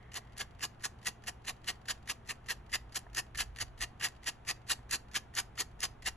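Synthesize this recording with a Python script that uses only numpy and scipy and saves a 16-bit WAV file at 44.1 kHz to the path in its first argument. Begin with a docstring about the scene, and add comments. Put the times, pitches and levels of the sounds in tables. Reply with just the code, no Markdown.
"""A faint hiss fades at the start; a mains hum and a low rumble run throughout in a small room.
From 0.15 s a plastic pet brush flicks through a crocheted toy's yarn hair, close to a phone, four or
five strokes a second. In each, a few pins tick as they land, then the whole pad tears through the
fibres and rings the hollow brush head; the room answers faintly.
The handle knocks softly at 3.1 s, the rumble swells around 3.6 s, the handle knocks again at 4.8 s."""
import sys
import numpy as np
from scipy import signal
from scipy.fft import rfft, irfft, next_fast_len
from scipy.io import wavfile
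from scipy.ndimage import map_coordinates

SR = 44100
rng = np.random.default_rng(int(sys.argv[2]) if len(sys.argv) > 2 else 0)


def master(y):
    """Save y as 16-bit WAV."""
    cut = np.clip(np.atleast_2d(y).T, -1, 1)
    pcm = np.round(cut * 32767)  # scale
    wavfile.write(sys.argv[1], SR, pcm.astype(np.int16))


N = 271656


def amp(db):
    """Decibels to gain."""
    return 10 ** (np.asarray(db) / 20)


def unit(x):
    """Scale to rms 1."""
    return x / np.sqrt(np.mean(x ** 2) + 1e-20)


def along(points, hz):
    """Interpolate (frequency, value) points on a log axis."""
    freqs, values = np.transpose(points)
    return np.interp(np.log(hz + 1), np.log(freqs + 1), values)


def wobble(rate_hz, size):
    """Smooth random curve, rate_hz knots a second."""
    knots = rng.standard_normal(size // 20 + 8)
    return map_coordinates(knots, [np.arange(size) * rate_hz / SR], mode="mirror")


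def filtered(x, response):
    """Apply a frequency response."""
    size = x.shape[-1]
    padded = next_fast_len(size + 2 ** 13)
    return irfft(rfft(x, padded) * response(np.fft.rfftfreq(padded, 1 / SR)), padded)[..., :size]


def ring(x, gain_db, size=2048):
    """Minimum-phase filter from a dB curve."""
    cepstrum = irfft(gain_db(np.fft.rfftfreq(size, 1 / SR)) * np.log(10) / 20)
    cepstrum[1:size // 2] *= 2
    cepstrum[size // 2 + 1:] = 0
    return signal.fftconvolve(x, irfft(np.exp(rfft(cepstrum))))[:len(x)]


def add(track, start_s, sound):
    """Mix a sound into a track from start_s on."""
    start = round(start_s * SR)
    sound = sound[..., max(-start, 0):max(N - start, 0)]
    track[..., max(start, 0):max(start, 0) + sound.shape[-1]] += sound


# diffuse field: (frequency [Hz], left-right coherence [0-1])
COHERENCE = [(60, 0.93), (130, 1), (300, 0.8), (600, 0.25), (950, 0), (1400, 0.68), (2000, 0.93),
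             (3300, 0.05), (6000, 0.74), (9000, 1), (13000, 0.99)]
def diffuse(pair, spread=1):
    """Two independent signals to a diffuse stereo field; more spread, less coherence."""
    angle = lambda hz: np.arccos(np.clip(along(COHERENCE, hz), 0, 1) ** spread) / 2
    mid, side = filtered(pair, lambda hz: np.array([np.cos(angle(hz)), np.sin(angle(hz))]))
    return np.array([mid + side, mid - side])


def noise(spectrum, size=N):
    """Coloured diffuse stereo noise, rms 1."""
    white = diffuse(rng.standard_normal((2, size)))
    return unit(filtered(white, lambda hz: amp(along(spectrum, hz))))


# room air: (frequency [Hz], relative density [dB])
AIR_SPECTRUM = [(15, -2), (30, -10.5), (50, -3), (90, -2), (150, -8), (220, -7.5), (300, -14.5), (370, -12),
                (580, -17.5), (700, -11), (1250, -18), (1850, -24), (3300, -30.5), (4800, -42),
                (6500, -44.5), (11200, -44.5), (13500, -84)]
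def air(level_db=-57):
    """Steady room noise."""
    return amp(level_db) * noise(AIR_SPECTRUM)


# mains partials: (frequency [Hz], rms level [dB])
HUM_PARTIALS = [(59.9, -66.5), (119.8, -61.5)]
def hum(waver_db=1, waver_rad=0.4):
    """Mains hum, wavering slightly in level and phase."""
    t = np.arange(N) / SR
    out = np.zeros(N)
    for hz, db in HUM_PARTIALS:
        peak = np.sqrt(2) * amp(db + waver_db * wobble(3.97, N))
        out += peak * np.sin(2 * np.pi * hz * t + waver_rad * wobble(3.29, N))
    return out


# rumble envelope: (time [s], relative level [dB])
RUMBLE_ENVELOPE = [(0, -63.5), (.3, -58), (.53, -51), (.75, -62), (2.3, -60.5), (2.68, -56.5),
                   (3.05, -59.5), (3.14, -50.5), (3.19, -63), (3.32, -58), (3.38, -46.5), (3.47, -50),
                   (3.63, -43.5), (3.74, -54.5), (3.83, -47), (3.91, -60.5), (5.4, -58), (5.87, -53.5)]
# rumble colour: (frequency [Hz], relative density [dB])
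RUMBLE_SPECTRUM = [(15, -35), (25, -12.5), (36, -2.5), (55, 3), (90, -9), (150, -19.5), (400, -74)]
def rumble(gain_db=-1, lumps_db=0.5):
    """Low, lumpy noise that swells midway."""
    envelope_db = np.interp(np.arange(N) / SR, *np.transpose(RUMBLE_ENVELOPE))
    lumpy = unit(amp(lumps_db * wobble(14, N)) * noise(RUMBLE_SPECTRUM))
    return amp(envelope_db + gain_db) * lumpy


# hiss colour: (frequency [Hz], relative density [dB])
HISS_SPECTRUM = [(1200, -20), (1900, 9.5), (2150, 6), (2600, -17), (3300, -1), (3900, -29), (6000, -54)]
def hiss(level_db=-68, fade_s=0.54):
    """Faint narrow hiss that soon fades."""
    t = np.arange(N) / SR
    return amp(level_db) * np.exp(-(t / fade_s) ** 2) * noise(HISS_SPECTRUM)


# room decay: (frequency [Hz], t60 [s])
ROOM_DECAY = [(300, 0.5), (2000, 0.23), (7000, 0.2), (12000, 0.19)]
def room(x, level_db=-20.5, build_s=0.003, block=8192):
    """Wall reverberation; a new tail per block, as brush and hands move."""
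    out = np.zeros((2, N))
    for start in range(0, N, block):
        hz, t, spectra = signal.stft(rng.standard_normal((2, SR // 3)), SR, nperseg=256)
        decay = amp(-60 * t / along(ROOM_DECAY, hz)[:, None])
        _, tail = signal.istft(spectra * decay, SR, nperseg=256)
        tail *= 1 - np.exp(-np.arange(tail.shape[1]) / SR / build_s)
        tail /= np.linalg.norm(tail[0])
        add(out, start / SR, signal.fftconvolve(x[None, start:start + block], tail, axes=1))
    return amp(level_db) * diffuse(out)


def reflected(x, echo_db=-9, t60_s=0.044, gap_s=0.0003):
    """Direct sound plus reflections off hands and desk, new for each sound and channel."""
    t = np.arange(SR // 20) / SR
    echoes = rng.standard_normal((2, len(t))) * amp(-60 * t / t60_s) * (t > gap_s)
    echoes = diffuse(echoes, spread=3)
    echoes /= np.linalg.norm(echoes[0])
    return x + amp(echo_db) * signal.fftconvolve(x[None], echoes, axes=1)[:, :len(x)]


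# handle knocks: (time [s], relative level [dB])
HANDLE_KNOCKS = [(3.066, -53), (4.79, -58)]
# handle modes: (frequency [Hz], gain [dB], t60 [s])
HANDLE_MODES = [(710, 9.5, 0.027), (980, 13.5, 0.017), (1350, 1, .02), (1730, 11, 0.017)]
def knocks(attack_s=0.0014):
    """The handle shifts in the grip and rings briefly."""
    out = np.zeros((2, N))
    t = np.arange(SR // 20) / SR
    modes = sum(amp(db - 60 * t / t60_s) * np.sin(2 * np.pi * hz * t) for hz, db, t60_s in HANDLE_MODES)
    knock = modes * (1 - np.exp(-t / attack_s))
    for time_s, db in HANDLE_KNOCKS:
        add(out, time_s, amp(db) * reflected(knock))
    return out


def slips(rate_hz, spread_db, size):
    """Pin slips: randomly timed impulses of uneven strength."""
    happens = rng.random(size) < rate_hz / SR
    return happens * np.sign(rng.standard_normal(size)) * amp(spread_db * rng.standard_normal(size))


# one pin slipping off a fibre: (frequency [Hz], relative density [dB])
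PIN_SPECTRUM = [(150, -27), (600, -14.5), (1200, -2.5), (2300, -1.5), (3700, 2), (5200, 4.5), (7000, 6.5),
                (8200, 4), (11000, 3.5), (12300, -9), (13500, -20.5), (15700, -24)]
# brush head resonances and one dip: (frequency [Hz], width [Hz], lift [dB])
HEAD_MODES = [(1530, 280, 0.5), (1847, 236, 13), (2827, 700, 9), (3815, 96, -3), (4640, 720, 7),
              (6920, 470, 1.5)]
def head(force, bright_db, pivot_hz=3800, patchy_db=1):
    """Pins ring the head: grip shifts its modes, faster slips are brighter, pin sets vary in colour."""
    grip = 1 + 0.03 * rng.standard_normal(len(HEAD_MODES))
    knots_hz = np.arange(0, SR / 2, 450)
    colour_db = patchy_db * rng.standard_normal(len(knots_hz))

    def gain_db(hz):
        modes_db = sum(db / (1 + (2 * (hz - centre_hz * shift) / width_hz) ** 2)
                       for (centre_hz, width_hz, db), shift in zip(HEAD_MODES, grip))
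        tilt_db = bright_db / 2 * np.tanh(2 * np.log2((hz + 1) / pivot_hz))
        return along(PIN_SPECTRUM, hz) + modes_db + tilt_db + np.interp(hz, knots_hz, colour_db)
    return ring(force, gain_db)


def thrum(size, centre_hz=1820, width_hz=600):
    """The hollow head shaken at its main resonance, which moves a little with the grip."""
    peak_hz = centre_hz * (1 + 0.05 * rng.standard_normal())
    resonance = lambda hz: 1 / (1 + (2 * (hz - peak_hz) / width_hz) ** 2)
    return unit(filtered(rng.standard_normal(size), resonance))


def strays(gain_db=-52, rate_hz=16):
    """Fingers and loose fibres tick softly at random."""
    touches = np.clip(slips(rate_hz, spread_db=4, size=N), -1.5, 1.5)
    return amp(gain_db) * reflected(head(touches, bright_db=-12), echo_db=5)


def contacts(catch_t60_s, land_t60_s=0.048, scatter_s=0.0022, scatter_db=4):
    """Pins land, then catch, before each bite: (time [s], relative level [dB], tilt [dB], t60 [s])."""
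    rows = []
    for middle_s, _, rise_s, _ in BRUSH_STROKES:
        land_s = middle_s - 0.0425 - 0.45 * rise_s + rng.normal(0, scatter_s)
        catch_s = middle_s - 2.4 * rise_s + rng.normal(0, scatter_s)
        rows.append((land_s, rng.normal(-51.5, scatter_db), -6.5, land_t60_s))
        rows.append((catch_s, rng.normal(-51, scatter_db), 2, catch_t60_s))
    return rows


# hard snags, a pin held and released: (time [s], relative level [dB], treble tilt [dB])
PIN_SNAGS = [(0.142, -39.5, 4), (0.381, -38.5, 13), (0.607, -44.5, -15), (1.069, -30, 6), (1.8845, -34, -5),
             (2.0768, -42.5, -10), (2.097, -32.5, -6), (2.486, -36, -6), (2.7383, -33, -10),
             (2.9471, -41, 4), (2.9898, -45, 8), (2.958, -33.5, 7), (3.1478, -36.5, 7), (3.3478, -42, -16),
             (3.376, -33.5, 18), (3.4355, -46, 15), (3.561, -44.5, -11), (3.5864, -39, -5),
             (3.807, -37, -8), (4.0105, -37, -14), (4.085, -43.5, 3.5), (4.2696, -36, 11),
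             (4.6967, -32, 14), (4.9108, -29.5, 9), (5.143, -39.5, -4), (5.3511, -36.5, 14),
             (5.577, -39, -14), (5.8036, -36, 9), (5.828, -33.5, -16)]
def ticks(gain_db=-14.5, attack_s=0.001295, catch_t60_s=0.014, thrum_db=-8, thrum_t60_s=0.029):
    """A pin ticks with a slightly soft onset and chatters briefly; duller ticks shake the head more."""
    out = np.zeros((2, N))
    t = np.arange(-SR // 100, SR // 25) / SR
    burst = lambda t60_s: np.where(t < 0, np.exp(-np.abs(t) / attack_s), amp(-60 * np.abs(t) / t60_s))
    snags = [(*snag, catch_t60_s) for snag in PIN_SNAGS]
    for time_s, db, bright_db, t60_s in contacts(catch_t60_s) + snags:
        force = slips(rate_hz=8300, spread_db=7.8, size=len(t)) * burst(t60_s)
        chatter = unit(head(force, bright_db))
        shake = unit(burst(thrum_t60_s) * thrum(len(t))) * 2 / (1 + amp(bright_db))
        tick = reflected(chatter + amp(thrum_db) * shake)
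        add(out, time_s + t[0] + attack_s, amp(db + gain_db) * tick)
    return out


def pressure(t, rise_s, fall_s):
    """Bell of force as the pad enters and leaves the yarn; peak at t = 0."""
    span_s = 1.23 * np.where(t < 0, max(rise_s, 0.004), max(fall_s, 0.004))
    steepness = np.where(t < 0, 2.32, 2.25)
    return np.exp(-np.abs(t / span_s) ** steepness)


def graze(t, level_db=-29, span_s=0.042):
    """Stray fibres graze the pins before and after the bite."""
    fibres = head(slips(rate_hz=1500, spread_db=5, size=len(t)), bright_db=-4)
    return amp(level_db) * np.exp(-(t / span_s) ** 4) * unit(fibres)


def snaps(t, rise_s, fall_s, gain_db=3, delay_s=0.0056):
    """Single fibres part with crisp clicks as the pad pulls free."""
    force = pressure(t - delay_s, rise_s, 0.56 * fall_s)
    return amp(gain_db) * head(force * slips(rate_hz=420, spread_db=4, size=len(t)), bright_db=12)


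# dragging yarn: (frequency [Hz], relative density [dB])
YARN_SPECTRUM = [(80, -7.5), (250, -4.5), (480, -2), (600, -9.5), (725, 6), (850, -0.5), (1150, 3.5),
                 (1600, -13), (3000, -28.5)]
def drag(t, rise_s, fall_s, stroke_db, level_db=-46, typical_db=-33, delay_s=0.0055):
    """Strands drag softly just behind the bite, louder under a harder stroke."""
    gain = amp(level_db + 0.3 * (stroke_db - typical_db))
    return gain * pressure(t - delay_s, 0.95 * rise_s, 1.15 * fall_s) * noise(YARN_SPECTRUM, len(t))


# strokes: (middle time [s], relative level [dB], rise [s], treble tilt [dB])
BRUSH_STROKES = [(0.169, -38.5, 0.015, -3.5), (0.411, -36.5, 0.015, -5), (0.64, -33, 0.013, -1.5),
                 (0.851, -34, 0.01, -1.5), (1.076, -32.5, .012, 0), (1.282, -35.5, .008, -2.5),
                 (1.492, -35.5, .016, -4), (1.692, -32, .013, -4), (1.903, -33, 0.013, -3.5),
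                 (2.103, -34.5, 0.011, -4), (2.304, -35.5, .012, -5.5), (2.51, -33.5, 0.015, -4.5),
                 (2.745, -30.5, .012, -5.5), (2.964, -32.5, 0.0067, 2.5), (3.185, -32, 0.016, -2),
                 (3.407, -32, .02, -3), (3.615, -35, 0.011, -1.5), (3.827, -34.5, .015, -7),
                 (4.052, -31.5, .023, -5), (4.282, -33, 0.014, -4), (4.5, -33, 0.017, -3.5),
                 (4.715, -30, .016, -1), (4.943, -31, 0.02, 1), (5.164, -30.5, 0.011, -2.5),
                 (5.39, -31.5, .019, -2.5), (5.605, -32.5, .014, 0), (5.842, -32, .016, -3),
                 (6.074, -31, 0.012, -2.5)]
def strokes(gain_db=-1, tilt_db=-0.7, clump_db=1.83, thrum_db=-9, thrum_lead_s=0.0043):
    """The pad tears through the yarn in a dense shower of slips; the head thrums as it bites."""
    out = np.zeros((2, N))
    t = np.arange(-SR // 10, SR // 10) / SR
    for middle_s, db, rise_s, bright_db in BRUSH_STROKES:
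        fall_s = 0.013 * (rise_s / 0.014) ** 0.22  # slower in, slower out
        clumps = amp(clump_db * wobble(269.6, len(t)))  # rows of pins bite in clumps
        shower = slips(rate_hz=14000, spread_db=3, size=len(t))
        tearing = pressure(t, rise_s, fall_s) * unit(head(shower, bright_db + tilt_db))
        bite = pressure(t + thrum_lead_s, 0.82 * rise_s, 0.82 * fall_s)
        thrumming = amp(thrum_db) * bite * thrum(len(t))
        scratch = clumps * (tearing + thrumming) + graze(t) + snaps(t, rise_s, fall_s)
        add(out, middle_s + t[0], amp(db + gain_db) * reflected(scratch))
        add(out, middle_s + t[0], drag(t, rise_s, fall_s, db))
    return out


def scene():
    """The brush close by, its room and the background."""
    brush = strokes() + ticks() + knocks() + strays()
    return brush + room(brush.mean(axis=0)) + hum() + rumble() + air() + hiss()


# phone channels: (frequency [Hz], left phase lead [rad])
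PHASE_LEAD = [(1500, 0), (2000, .3), (2600, .85), (3700, .55), (4400, 1.6), (4850, 3.14), (5300, 5.2),
              (5900, 6.28), (7500, 8), (9130, 9.42), (10500, 10.7), (12000, 12.5), (13700, 12.7),
              (15700, 15.2)]
def record(dry, top_hz=15600, edge_hz=90):
    """The phone's channels part in phase toward the treble; its band limit cuts the top."""
    phase = lambda hz: np.exp(0.5j * np.outer([1, -1], along(PHASE_LEAD, hz)))
    lowpass = lambda hz: 0.5 * (1 - np.tanh((hz - top_hz) / edge_hz))
    return filtered(dry, lambda hz: phase(hz) * lowpass(hz))


dry = scene()
out = record(dry)
master(out)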